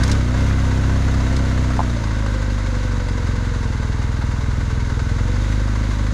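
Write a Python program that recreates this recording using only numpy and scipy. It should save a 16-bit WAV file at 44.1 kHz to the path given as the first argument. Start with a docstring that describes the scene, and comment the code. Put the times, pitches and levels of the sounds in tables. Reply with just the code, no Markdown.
"""A motorcycle engine, heard from the rider's helmet, climbs a loose gravel track at low revs,
eases to idle and picks up again. Once a turn, exhaust and intake pulses excite the resonances of
silencer and airbox; valve impacts rattle the casing and the chain whirs at multiples of crank speed.
Gravel crunches under the tyres over a rumble of wind, a few stones click away, and the bike
knocks once as the throttle closes."""
import sys
import numpy as np
from scipy import signal
from scipy.fft import rfft, irfft
from scipy.io import wavfile
from scipy.ndimage import uniform_filter1d

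SR = 44100
rng = np.random.default_rng(int(sys.argv[2]) if len(sys.argv) > 2 else 0)


def inscribe(sig):
    """Save sig as 16-bit PCM at rate SR to the path in sys.argv[1].

    A 1-D sig is mono; a 2-D sig holds one channel per row.
    Samples are clipped to [-1, 1] before scaling.
    """
    pcm = np.round(np.clip(np.atleast_2d(sig).T, -1, 1) * 32767)
    wavfile.write(sys.argv[1], SR, pcm.astype(np.int16))


N = 270333
T = np.arange(N) / SR
HZ = np.arange(N + 1) * SR / (2 * N) + 1e-6

# crank speed: t/s, f/Hz
CRANK_SPEED = [(0.0, 30.92), (0.13, 35.02), (0.25, 29.68), (0.43, 33.37), (0.64, 32.02), (0.9, 32.8),
               (1.46, 32.12), (1.56, 31.46), (1.8, 31.66), (2.03, 27.27), (2.36, 25.17), (2.97, 23.48),
               (3.19, 21.93), (3.45, 22.22), (3.82, 20.36), (5.11, 20.67), (5.47, 25.66), (6.13, 25.51)]
# resonances of the silencer (deep, barking) and airbox: f/Hz, bandwidth/Hz, level/dB, polarity
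SILENCER_MODES = [(51.1, 10.45, 14, -1), (113, 29, 6.5, 1)]
BARK_MODES = [(193.5, 7.8, -3, -1), (233, 45, 11.5, 1), (288.4, 20, 1.5, 1), (354, 40, -6, 1)]
AIRBOX_MODES = [(42, 135.6, 6.18, 1), (108, 98.5, 3.44, -1)]
# valve gear blows in the two-turn cycle: position/turns, level/dB, decay/turns
VALVE_BLOWS = [(.1, -13, .12), (.5, -7, .15), (.78, -11, .12), (1.07, -11, .08), (1.48, 0, .14),
               (1.62, -4, .2)]
# resonances of the casing, steel parts, chain cover and knocked part: f/Hz, bandwidth/Hz, level/dB
CASING_MODES = [(933, 47, -6), (1117, 76, -15), (1525, 118, 3), (2070, 230, -4.5)]
STEEL_MODES = [(2780, 210, 3), (3846, 290, 1.5), (4130, 43, 3), (4497, 290, 3.5), (4970, 55, 5.5),
               (5330, 39, -2), (6050, 250, -0.5), (6630, 670, -4.5), (9670, 660, -12)]
COVER_MODES = [(486, 30, 0)]
HOLLOW_MODES = [(775, 130, -1), (900, 70, 9), (983, 35, 12), (1150, 84, -26)]
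# chain meshing tones: multiple of crank speed, level/dB
CHAIN_ORDERS = [(20, -11), (21, 0), (22, -2), (42, 9), (60, 8)]
# spectra of exhaust gas, engine casing, gravel, and wind with tyre rumble: f/Hz, level/dB
GAS_SPECTRUM = [(200, -1), (330, -0.5), (420, -6.5), (520, 1), (640, -11.5), (800, -13), (1500, -22),
                (2800, -20.5), (5000, -39), (12000, -49)]
CASING_SPECTRUM = [(200, 3.5), (390, -2.5), (560, 2), (780, -6.5), (980, 2), (1300, -2), (1550, -3),
                   (2150, -6), (2400, -14), (4000, -16), (6500, -18.5), (9000, -35.5), (14000, -52)]
GRAVEL_SPECTRUM = [(300, 11.5), (900, 4.5), (2000, 6), (2800, -0.5), (3900, 5), (4700, -8), (5600, -1.5),
                   (6600, 1.5), (8000, -11), (10000, -12), (11200, -21), (13500, -22), (15000, -36)]
RUMBLE_SPECTRUM = [(12, 0), (25, -1), (70, -3), (150, -8), (220, -10), (320, -18), (500, -28), (1500, -48),
                   (6000, -90)]
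# stones flung by the tyres, and a dull thunk at 0.51 s: t/s, relative peak level/dB, f/Hz, decay/s
SHORT_CRACKS = [(0.035, -22, 4960, 0.0056), (0.078, -31, 5270, 0.0046), (.097, -35, 5000, 0.0034),
                (0.1148, -22.5, 4700, 0.0057), (0.129, -35, 3960, .004), (0.509, -25, 1240, 0.003),
                (.895, -27, 1200, 0.0015), (1.365, -28, 4360, 0.0055), (3.087, -42, 4470, 0.0024)]
# a hollow knock and its rebounds: t/s, relative level/dB
KNOCK_IMPACTS = [(1.7924, 9), (1.7981, -1), (1.804, 8.5), (1.8137, -3)]
# level laws: idle level/dB, revs slope/(dB/Hz), acceleration slope/(dB s/Hz), overrun gain/dB
THROB_LAW = (-19.0, 0.2585, .1, -0.47)
BARK_LAW = (-34, 0.47, 0.0469, 0.63)
INTAKE_LAW = (-4.5, 0.69, -0.13, .8)  # relative to the exhaust
CLATTER_LAW = (-34.5, 0.1619, 0.0557, 1.1)
CHAIN_LAW = (-43, -0.07, 0.14, 4)
GRAVEL_LAW = (-42, 0.4062, 0.0532, -0.7)

IDLE_HZ = 20.5
OVERRUN_HZ_PER_S = 2.7  # the wheel drives the engine fully once the revs fall this fast
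THROTTLE_S, CHAIN_SLACK_S = 0.33, 0.483  # time for the throttle to act and the slack to change
SCATTER_DB, JITTER_S, UNEVEN_DB_PER_HZ = 1.05, .00028, -.35  # firings steady as the revs rise
WAVER_TURNS_PER_HZ, WAVER_PER_S = .0011, 9  # bumps make the crank run ahead and fall back
SPRAY_DB, SPRAY_SHAKE_DB = 1.5, 5  # wheel slip sprays gravel and jolts the casing


def undb(db):
    """Amplitude ratio of a level in decibels."""
    return 10 ** (np.asarray(db) / 20)


def unit(x):
    """Normalisation to rms 1."""
    return x / np.sqrt(np.mean(x ** 2))


def even(x):
    """Normalisation to a running rms of 1, over about a quarter second."""
    return x / np.sqrt(uniform_filter1d(uniform_filter1d(x ** 2, SR // 5), SR // 5))


def noise():
    """Gaussian white noise."""
    return rng.standard_normal(N)


def wander(per_s):
    """Linear interpolation between random values, at rms 1."""
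    return unit(np.interp(T * per_s, np.arange(8192), rng.standard_normal(8192)))


def swell(middle_s, half_s):
    """Gaussian pulse of height 1."""
    return np.exp(-((T - middle_s) / half_s) ** 2)


def impulses(times, sizes):
    """Superposition of impulses at the given times."""
    return np.bincount((np.clip(times, 0, None) * SR).astype(int), sizes, N)[:N]


def through(x, response):
    """Linear filtering: the spectrum is multiplied by a frequency response."""
    return irfft(rfft(x, 2 * N) * response)[:N]


def colour(spectrum):
    """Response interpolated in level against log frequency."""
    hz, db = np.transpose(spectrum)
    return undb(np.interp(np.log(HZ), np.log(hz), db))


def modes(table):
    """Modal superposition: the summed response of damped resonators."""
    return sum(np.sign(np.prod(polarity)) * undb(db) / (1 + 1j * (HZ ** 2 - hz ** 2) / (width * HZ))
               for hz, width, db, *polarity in table)


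def soft_push(hz):
    """Two-pole low-pass response: a force spread over time carries little treble."""
    return 1 / (1 + 1j * np.sqrt(2) * HZ / hz - (HZ / hz) ** 2)


def rolloff(hz, power):
    """Zero-phase low-pass response, at half amplitude at hz."""
    return 1 / (1 + (HZ / hz) ** power)


def acceleration(crank_hz, span_s):
    """Smoothed derivative of crank speed, in Hz/s."""
    return uniform_filter1d(np.gradient(crank_hz) * SR, int(span_s * SR) + 1)


def level_db(law, drive):
    """Level as a linear function of revs above idle, acceleration and overrun."""
    idle_db, *slopes = law
    return idle_db + sum(slope * control for slope, control in zip(slopes, drive))


def strokes(turns, offset_turns, uneven):
    """Quasi-periodic excitation: one impulse a turn, scattered in time and size."""
    scatter = rng.standard_normal((200, 2))
    times = np.interp(np.arange(1, len(scatter) + 1) + offset_turns, turns, T, right=99)
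    late, strong = scatter.T * np.interp(times, T, uneven)
    return impulses(times + JITTER_S * late, undb(SCATTER_DB * strong))


def exhaust_and_intake(turns, drive):
    """Cavity resonance: each firing rings the silencer; later in the turn the intake rings the airbox."""
    revs, _, _ = drive
    uneven = undb(UNEVEN_DB_PER_HZ * revs)
    firing = strokes(turns, 0.0031, uneven)
    gulp = strokes(turns, -.38, uneven / 2) * undb(level_db(INTAKE_LAW, drive))
    silencer = through(firing, modes(SILENCER_MODES) * soft_push(680))
    airbox = through(gulp, modes(AIRBOX_MODES) * soft_push(264))
    # small openings radiate the deepest notes poorly, and the silencer's packing absorbs the high ones
    throb = through(silencer + airbox, rolloff(270, 10) / (1 + (33 / HZ) ** 4))
    bark = through(firing + undb(-11) * gulp, modes(BARK_MODES) * soft_push(396) * rolloff(385, 10))
    stumble_db = -1.5 * swell(middle_s=2, half_s=.08)  # the engine stumbles as the throttle shuts
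    throb_db = level_db(THROB_LAW, drive) + stumble_db
    return even(throb) * undb(throb_db) + even(bark) * undb(level_db(BARK_LAW, drive))


def gas_rush(turns, drive):
    """Flow noise: gas rushes out after each firing, growing faster than the bark with the throttle."""
    puff = np.exp(-(turns % 1) / 2.6)
    rush = unit(through(puff * noise(), colour(GAS_SPECTRUM)))
    return rush * undb(-35 + 2.76 * (level_db(BARK_LAW, drive) + 29))


def valve_beat(turns):
    """Exponential decay of uneven valve gear blows: an envelope that recurs every second turn."""
    beat = undb(-3.5)
    for position, db, decay in VALVE_BLOWS:
        cycle, since = np.divmod(turns - position + 2, 2)
        size = undb(db + 1.5 * rng.standard_normal(256))
        beat = beat + size[cycle.astype(int)] * np.exp(-since / decay)
    return unit(uniform_filter1d(beat, SR // 250))  # each blow takes 4 ms to build


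def valve_clatter(beat):
    """Impact excitation: the blows ring the modes of the casing and of bright steel parts."""
    rattle = beat * noise() * undb(0.68 * wander(700))
    casing = through(rattle, colour(CASING_SPECTRUM) * (1 + modes(CASING_MODES)))
    steel = through(beat ** 0.95 * noise(), modes(STEEL_MODES) * soft_push(10700) * rolloff(10300, 10))
    return unit(casing) + undb(-12.5) * unit(steel)


def chain_whir(turns, beat):
    """Forced vibration: links meet the sprocket and drive the cover; slack makes the tones waver."""
    mesh = sum(undb(db + 3 * wander(35)) * np.sin(2 * np.pi * order * turns + .75 * wander(28))
               for order, db in CHAIN_ORDERS)
    return even(through(mesh * beat, modes(COVER_MODES)))


def gravel_crunch():
    """Shot noise: thousands of grains crack under the tyres, in patches, over a hiss of dust."""
    when, strength, side = rng.random((9000, 3)).T
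    sizes = undb(-3 * np.log(np.maximum(strength, .01))) * np.sign(side - .5)
    grains = unit(impulses(when * N / SR, sizes))
    dust = undb(9.5) * noise()
    patches = undb(0.93 * wander(30))
    return unit(through((grains + dust) * patches, colour(GRAVEL_SPECTRUM)))


def rumble():
    """Amplitude-modulated noise: the low rumble of wind and tyres slowly rises and falls."""
    return unit(through(noise(), colour(RUMBLE_SPECTRUM))) * undb(-35 + 2 * wander(5))


def stone_clicks():
    """Damped resonance: each flung stone, and the dull thunk, gives a short gritty crack around its own pitch."""
    clicks = 0
    for start_s, db, hz, decay_s in SHORT_CRACKS:
        age = np.maximum(T - start_s, 0)
        crack = noise() * (1 - np.exp(-age / .0005)) * np.exp(-age / decay_s)
        body = modes([(hz, .35 * hz, 0), (1.8 * hz, .25 * hz, -12)]) * rolloff(2.1 * hz, 8)
        ring = through(crack, body)
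        clicks = clicks + ring / np.abs(ring).max() * undb(db + 8)
    return clicks


def knock():
    """Impulse response: a loose part rings hollowly as it hits its stop and rebounds."""
    times, db = np.transpose(KNOCK_IMPACTS)
    ring = through(impulses(times, undb(db)), modes(HOLLOW_MODES) * soft_push(740))
    return -ring / np.abs(ring).max() * undb(-6.5)


def scene():
    """Superposition at the rider; crank speed and its changes govern engine, chain and gravel levels."""
    crank_hz = np.interp(T, *np.transpose(CRANK_SPEED))
    revs = crank_hz - IDLE_HZ
    overrun = np.clip(-acceleration(crank_hz, CHAIN_SLACK_S) / OVERRUN_HZ_PER_S, 0, 1)
    drive = revs, acceleration(crank_hz, THROTTLE_S), overrun
    turns = np.cumsum(crank_hz) / SR + .5 + WAVER_TURNS_PER_HZ * revs * wander(WAVER_PER_S)
    spray = swell(middle_s=0.075, half_s=0.072)  # the rear wheel slips
    beat = valve_beat(turns)
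    exhaust = exhaust_and_intake(turns, drive) + gas_rush(turns, drive)
    clatter = valve_clatter(beat) * undb(level_db(CLATTER_LAW, drive) + SPRAY_SHAKE_DB * spray)
    chain = chain_whir(turns, beat) * undb(level_db(CHAIN_LAW, drive))
    gravel = gravel_crunch() * undb(level_db(GRAVEL_LAW, drive) + SPRAY_DB * spray)
    return (exhaust + clatter + chain + gravel + stone_clicks() + knock() + rumble())[None]


def record(dry):
    """Band limiting: an elliptic low-pass removes the treble above 14.5 kHz."""
    return signal.sosfilt(signal.ellip(8, .2, 80, 14500, fs=SR, output="sos"), dry)


dry = scene()
out = record(dry)
inscribe(out)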